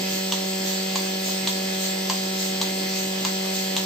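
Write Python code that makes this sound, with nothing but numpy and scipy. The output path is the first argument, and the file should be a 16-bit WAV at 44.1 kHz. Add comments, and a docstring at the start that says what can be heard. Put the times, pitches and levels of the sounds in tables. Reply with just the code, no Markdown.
"""A barn: a milking machine works beside a cow. Its vane vacuum pump hums and buzzes at a constant speed:
tones on multiples of the shaft speed, bearing whine and a rush of noise that pulses with the vanes.
The pulsator on the bucket snaps over and back, tick and tock: shaped noise bursts and decaying sines.
Each snap lets a puff of air through the valve, and a longer hiss swells about a third of a second later.
The concrete floor throws every snap back at once, and the barn adds a short tail."""
import sys
import numpy as np
from scipy import signal
from scipy.fft import rfft, irfft, next_fast_len
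from scipy.io import wavfile
from scipy.ndimage import uniform_filter1d

SR = 44100
rng = np.random.default_rng(int(sys.argv[2]) if len(sys.argv) > 2 else 0)


def wrap_up_sound(samples):
    """Save the sound to the file named by the first command line argument, as 16-bit audio."""
    columns = np.atleast_2d(samples).T
    # keep every value between -1 and 1, then stretch to whole-number steps
    tamed = np.clip(columns, -1, 1)
    steps = np.round(tamed * 32767).astype(np.int16)
    wavfile.write(sys.argv[1], SR, steps)


N = 169785
TOP_HZ = 15600  # band limit

# valve snaps over: start_s, level_db
TICKS = [(.3226, 1), (1.4736, 1.5), (2.6146, 1), (3.7656, 0.5)]
# valve snaps back: start_s, level_db
TOCKS = [(-.19, 0.0047), (.9575, 0), (2.0982, 0), (3.2497, 0.028)]
# stereo lean of noise, and mean lean of weak tones: freq_hz, left_minus_right_db
LEAN_BY_HZ = [(300, -2), (520, -1), (800, -3.5), (3000, -0.5), (8000, 0.5), (13000, -3.5)]


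def amp(db):
    """Decibels to gain."""
    return 10 ** (np.asarray(db) / 20)


def unit(x):
    """Scale to rms 1."""
    return x / np.sqrt(np.mean(x ** 2) + 1e-20)


def along(points, hz):
    """Interpolate (Hz, value) points on a log-frequency axis."""
    f, v = np.transpose(points)
    return np.interp(np.log(hz + 1), np.log(f + 1), v)


def wobble(knots_per_s):
    """Random curve: straight lines between normal knots."""
    knots = rng.standard_normal(int(N * knots_per_s / SR) + 4)
    return np.interp(np.arange(N) * knots_per_s / SR, np.arange(len(knots)), knots)


def filtered(x, response):
    """Filter x by a response given as a function of Hz."""
    n = x.shape[-1]
    padded = next_fast_len(n + SR // 2)
    spectrum = rfft(x, padded) * response(np.fft.rfftfreq(padded, 1 / SR))
    return irfft(spectrum, padded)[..., :n]


def panned(lean_db):
    """Left and right gains of constant power."""
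    gains = amp(np.array([lean_db, -lean_db]) / 2)
    return gains / np.sqrt(np.mean(gains ** 2, axis=0))


def pump():
    """Vane pump: tones on shaft multiples, bearing whine, and a rush pulsing with the four vanes."""
    # strong tones: shaft_multiple, base_level_db, left_minus_right_db
    orders = [(4, -31, 0), (8, -38, 6), (10, -47, -1), (11, -57, 5), (12, -36, -10), (13, -53, -12),
              (14, -55, -1), (16, -43, 2), (20, -50, 3), (28, -52, -9), (32, -56, 5), (35, -56, 1),
              (36, -45, -12), (38, -58, -2), (40, -55, -12), (42, -54, -10), (43, -55, -5), (44, -50, 6),
              (56, -47, -6), (80, -50, -4), (84, -48, 9), (86, -50, -4), (89, -46, 4), (91, -49, -1),
              (92, -46, -1), (97, -51, 2), (100, -42, 4), (111, -47, 6), (117, -50, 2), (161, -50, 7),
              (174, -51, -7)]
    # colour of the strong tones: freq_hz, gain_db
    strong_colour = [(190, -.3), (380, 0), (570, -.2), (760, -.3), (1300, -.5), (1700, -1), (2100, .5),
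                     (2600, -1.5), (4300, 0), (4750, -1.5), (5300, -2), (8000, -3)]
    # mean level of the weaker tones on all other multiples: freq_hz, level_db
    buzz = [(100, -73.5), (300, -61), (700, -72), (1200, -65.5), (2200, -59), (3300, -57), (4500, -57),
            (6000, -56.5), (7000, -60.5), (8200, -61.5), (12500, -64.5), (13700, -61.5), (15500, -64)]
    # bearing whine, mostly on multiples of 230 Hz: freq_hz, level_db, left_minus_right_db
    whine = [(1609, -57, 4), (2299, -52, 6), (2472, -56, 0), (2529, -47, -7), (2989, -48, -10),
             (3132, -46, 3), (3218.5, -47, 2), (3448.5, -50, 0)]
    # rush of pump and barn: freq_hz, relative_density_db
    rush_spectrum = [(25, -29), (55, -29), (90, -8.5), (150, -1.5), (230, -3.5), (300, 5), (450, -1.5),
                     (600, -1), (780, -2.5), (900, -2.5), (1400, -7.5), (1850, -4.5), (2100, 4.5),
                     (2230, -8.5), (2380, -3.5), (2730, -1.5), (2850, -5), (3050, -1), (4600, 1.5),
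                     (4900, 0.5), (6500, -3), (7000, -6.5), (7500, 2), (7900, -0.5), (8300, -1),
                     (12600, -7.5), (13600, -18), (15500, -7.5)]
    shaft_hz, drift_turns = 47.535, 0.00091
    buzz_scatter_db, lean_scatter_db = 3, 4
    rush_db, rush_patchy_db, pulse_depth = -31, 2.5, 0.11

    turns = shaft_hz * np.arange(N) / SR + drift_turns * wobble(8)
    strong = {}
    for k, db, lean in orders:
        strong[round(k)] = (db + along(strong_colour, k * shaft_hz), lean)
    out = sum(tone(hz, turns * hz / shaft_hz, db, lean) for hz, db, lean in whine)
    for k in range(2, int(TOP_HZ / shaft_hz)):
        hz = k * shaft_hz
        size, side = rng.standard_normal(2)
        weak_db = along(buzz, hz) + buzz_scatter_db * size
        weak_lean_db = along(LEAN_BY_HZ, hz) + lean_scatter_db * side
        db, lean = strong.get(k, (weak_db, weak_lean_db))
        out += tone(hz, k * turns, db, lean)
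    vanes = np.cos(2 * np.pi * 4 * turns)
    pulsing = rush(rush_spectrum, rush_patchy_db) * (1 + pulse_depth * vanes)
    return out + amp(rush_db) * unit(pulsing)


def tone(hz, cycles, db, lean_db):
    """One fluttering partial, reaching the two ears with its own level and phase."""
    # random spread of the start phase: freq_hz, spread_rad
    phase_scatter = [(190, 0), (570, .05), (760, .15), (1300, 2), (2500, 3), (14000, 3)]
    # mean phase lead of the left ear: freq_hz, lead_rad
    left_lead = [(190, 0), (380, -.1), (475, -.5), (570, 2.4), (760, .7), (950, 2), (1700, 2), (2500, 1.9),
                 (3100, 1.1), (4200, 1.1), (4800, 1.6), (8000, 1.5)]
    # depth of the level flutter: freq_hz, share
    flutter = [(190, .03), (380, .16), (570, .12), (760, .1), (3000, .28), (14000, .4)]
    ear_scatter_rad = .33

    start, apart = along(phase_scatter, hz) * rng.standard_normal(2)
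    lead = (along(left_lead, hz) + ear_scatter_rad * apart) * np.array([[.5], [-.5]])
    angle = (2 * np.pi * (cycles % 1) + start + lead).astype(np.float32)
    size = np.sqrt(2) * amp(db) * (1 + along(flutter, hz) * wobble(12))
    return panned(lean_db)[:, None] * size * np.cos(angle)


def rush(spectrum, patchy_db):
    """Stereo noise of rms 1, in time-frequency patches of random gain."""
    # left-right correlation: freq_hz, correlation
    alike = [(50, .85), (200, 1), (350, 0.91), (550, 0), (1000, 0), (3000, 0), (14000, 0.013)]

    z = signal.stft(rng.standard_normal((2, N)), nperseg=512)[2]
    field = uniform_filter1d(rng.standard_normal(z.shape[1:]), size=8, axis=0)
    field = uniform_filter1d(field, size=12, axis=1)
    pair = signal.istft(z * amp(patchy_db * unit(field)), nperseg=512)[1][:, :N]

    def mid_side_gains(hz):
        turn = np.arccos(np.clip(along(alike, hz), -1, 1)) / 2
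        return amp(along(spectrum, hz)) * [np.cos(turn), np.sin(turn)]

    mid, side = filtered(pair, mid_side_gains)
    stereo = np.array([mid + side, mid - side])
    return unit(filtered(stereo, lambda hz: panned(along(LEAN_BY_HZ, hz))))


def snaps(events, crack, rattle, modes, crack_db, rattle_db):
    """The valve hits its stop: a crack, the housing's rattle and knock, the floor's echo and the barn."""
    crack_length_s, rattle_length_s = 0.0043, 0.043
    knock_rise_s, knock_scatter_db = .0007, 0.39
    floor_echo_s, floor_echo_db, barn_db = .0037, -10.5, -2

    out = np.zeros((2, N + 2 * SR))  # 1 s of margin at each end
    t = np.arange(SR // 2) / SR
    for start_s, db in events:
        knock = 0
        for hz, level_db, t60_s in modes:
            ring_db = level_db + rng.normal(0, knock_scatter_db) - 60 * t / t60_s
            knock = knock + amp(ring_db) * np.sin(2 * np.pi * hz * t)
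        knock *= 1 - np.exp(-t / knock_rise_s)
        hit = amp(crack_db) * burst(t, crack, crack_length_s)
        hit += amp(rattle_db) * burst(t, rattle, rattle_length_s)
        hit = amp(db) * (hit + knock)
        echo = amp(floor_echo_db) * np.interp(t - floor_echo_s, t, hit, left=0)
        first = SR + round(start_s * SR)
        out[:, first:][:, :len(t)] += hit + echo + amp(barn_db) * barn(hit)
    return out[:, SR:SR + N]


def burst(t, colour, length_s):
    """Coloured noise with the energy of noise dying 60 dB in length_s; flattened so like hits sound alike."""
    rise_s = 0.00013
    onset = 1 - np.exp(-t / rise_s)
    fade = amp(-60 * t / length_s) * onset
    x = rng.standard_normal(len(t)) * fade
    for _ in range(8):  # flatten the spectrum, then window again
        z = rfft(x)
        flat = irfft(z / (abs(z) + 1e-12), len(t))
        x = flat * np.exp(-(t / length_s) ** 2) * onset
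    x = causal(x, colour)
    return x * np.linalg.norm(fade) / np.linalg.norm(x)


def causal(x, colour):
    """Minimum-phase filter: a body of the given colour that answers only after it is struck."""
    n = len(x)
    cepstrum = irfft(np.log(amp(along(colour, np.fft.rfftfreq(n, 1 / SR)))), n)
    fold = np.where(np.arange(n) < n // 2, 2, 0) - (np.arange(n) == 0)
    return irfft(rfft(x) * np.exp(rfft(cepstrum * fold)), n)


def valve_air():
    """Each snap lets out a small puff, then a longer hiss swells and dies."""
    # air through the valve: freq_hz, relative_density_db
    air_spectrum = [(1000, -18), (3000, -7), (4200, 2), (5100, -4.5), (6700, 2.5), (8300, -3.5),
                    (12500, -7.5), (14000, -5.5), (15500, -6.5)]
    tick_delay_s, tock_delay_s = .368, .322  # snap to hiss peak
    hiss_db, hiss_rise_s, hiss_fall_s = -29.2, .034, .06
    puff_db, puff_rise_s, puff_fall_s = -26.5, 0.0063, .045  # level before rise and fall
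    waver_db = .9

    t, power = np.arange(N) / SR, np.zeros(N)
    for events, delay_s in ((TICKS, tick_delay_s), (TOCKS, tock_delay_s)):
        for start_s, _ in events:
            from_peak = t - start_s - delay_s
            width_s = np.where(from_peak < 0, hiss_rise_s, hiss_fall_s)
            hiss = amp(hiss_db) * np.exp(-.5 * (from_peak / width_s) ** 2)
            age = np.maximum(t - start_s, 0)
            puff = amp(puff_db) * (1 - np.exp(-age / puff_rise_s)) * np.exp(-age / puff_fall_s)
            power += hiss ** 2 + puff ** 2
    return np.sqrt(power) * amp(waver_db * wobble(9.7)) * rush(air_spectrum, patchy_db=0.5)


def barn(x):
    """A diffuse tail, different at each ear, each frequency dying at its own speed."""
    # decay of the barn: freq_hz, t60_s
    decay = [(200, .3), (1000, 0.18), (4000, 0.29), (8000, 0.12), (14000, 0.1)]

    hz, t, z = signal.stft(rng.standard_normal((2, SR // 2)), SR, nperseg=256)
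    tail = signal.istft(z * amp(-60 * t / along(decay, hz)[:, None]), SR, nperseg=256)[1]
    return signal.fftconvolve(x[None], tail / np.linalg.norm(tail[0]), axes=1)[:, :len(x)]


def scene():
    """Pump, pulsator and its air."""
    # colour of the impact: freq_hz, relative_db
    tick_crack = [(500, -31.5), (2300, -12.5), (3000, 2), (4300, 1.5), (5100, -17.5), (5900, -6.5),
                  (7000, -11), (8400, -11), (13000, -20), (16000, -40)]
    # same columns: freq_hz, relative_db
    tock_crack = [(500, -26), (2200, -9.5), (3600, -10.5), (4600, 5), (5600, -9), (6500, -3), (7300, -3.5),
                  (8400, -10), (13000, -22.5), (16000, -27)]
    # colour of the short rattle of the plastic housing: freq_hz, relative_db
    tick_rattle = [(700, -29.5), (1500, -21.5), (2400, -14.5), (2750, -1), (3900, -2.5), (4500, -1.5),
                   (5100, -10.5), (6500, -6), (8400, -10), (13000, -22)]
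    # same columns: freq_hz, relative_db
    tock_rattle = [(700, -22), (1600, -7), (2300, -6), (2700, 3), (3300, -0.5), (3700, 1), (4300, -8),
                   (5200, -6.5), (6600, -5), (8400, -19.5), (13000, -25)]
    # hollow knock of the housing: pitch_hz, mean_level_db (before the snap's level), t60_s
    tick_modes = [(956, -22, 0.036), (1110, -29, 0.031)]
    # same columns: pitch_hz, mean_level_db, t60_s
    tock_modes = [(950, -24, 0.041), (1040, -20, 0.038)]

    ticks = snaps(TICKS, tick_crack, tick_rattle, tick_modes, crack_db=-8, rattle_db=-23.5)
    tocks = snaps(TOCKS, tock_crack, tock_rattle, tock_modes, crack_db=-9.5, rattle_db=-24)
    return pump() + valve_air() + ticks + tocks


def record(dry):
    """The treble has a steady gap and ends at the band limit."""
    # gap in the treble: freq_hz, gain_db
    treble_gap = [(8450, 0), (8850, -14), (9000, -50), (11500, -50), (11620, 0)]
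    return filtered(dry, lambda hz: (hz < TOP_HZ) * amp(along(treble_gap, hz)))


dry = scene()
out = record(dry)
wrap_up_sound(out)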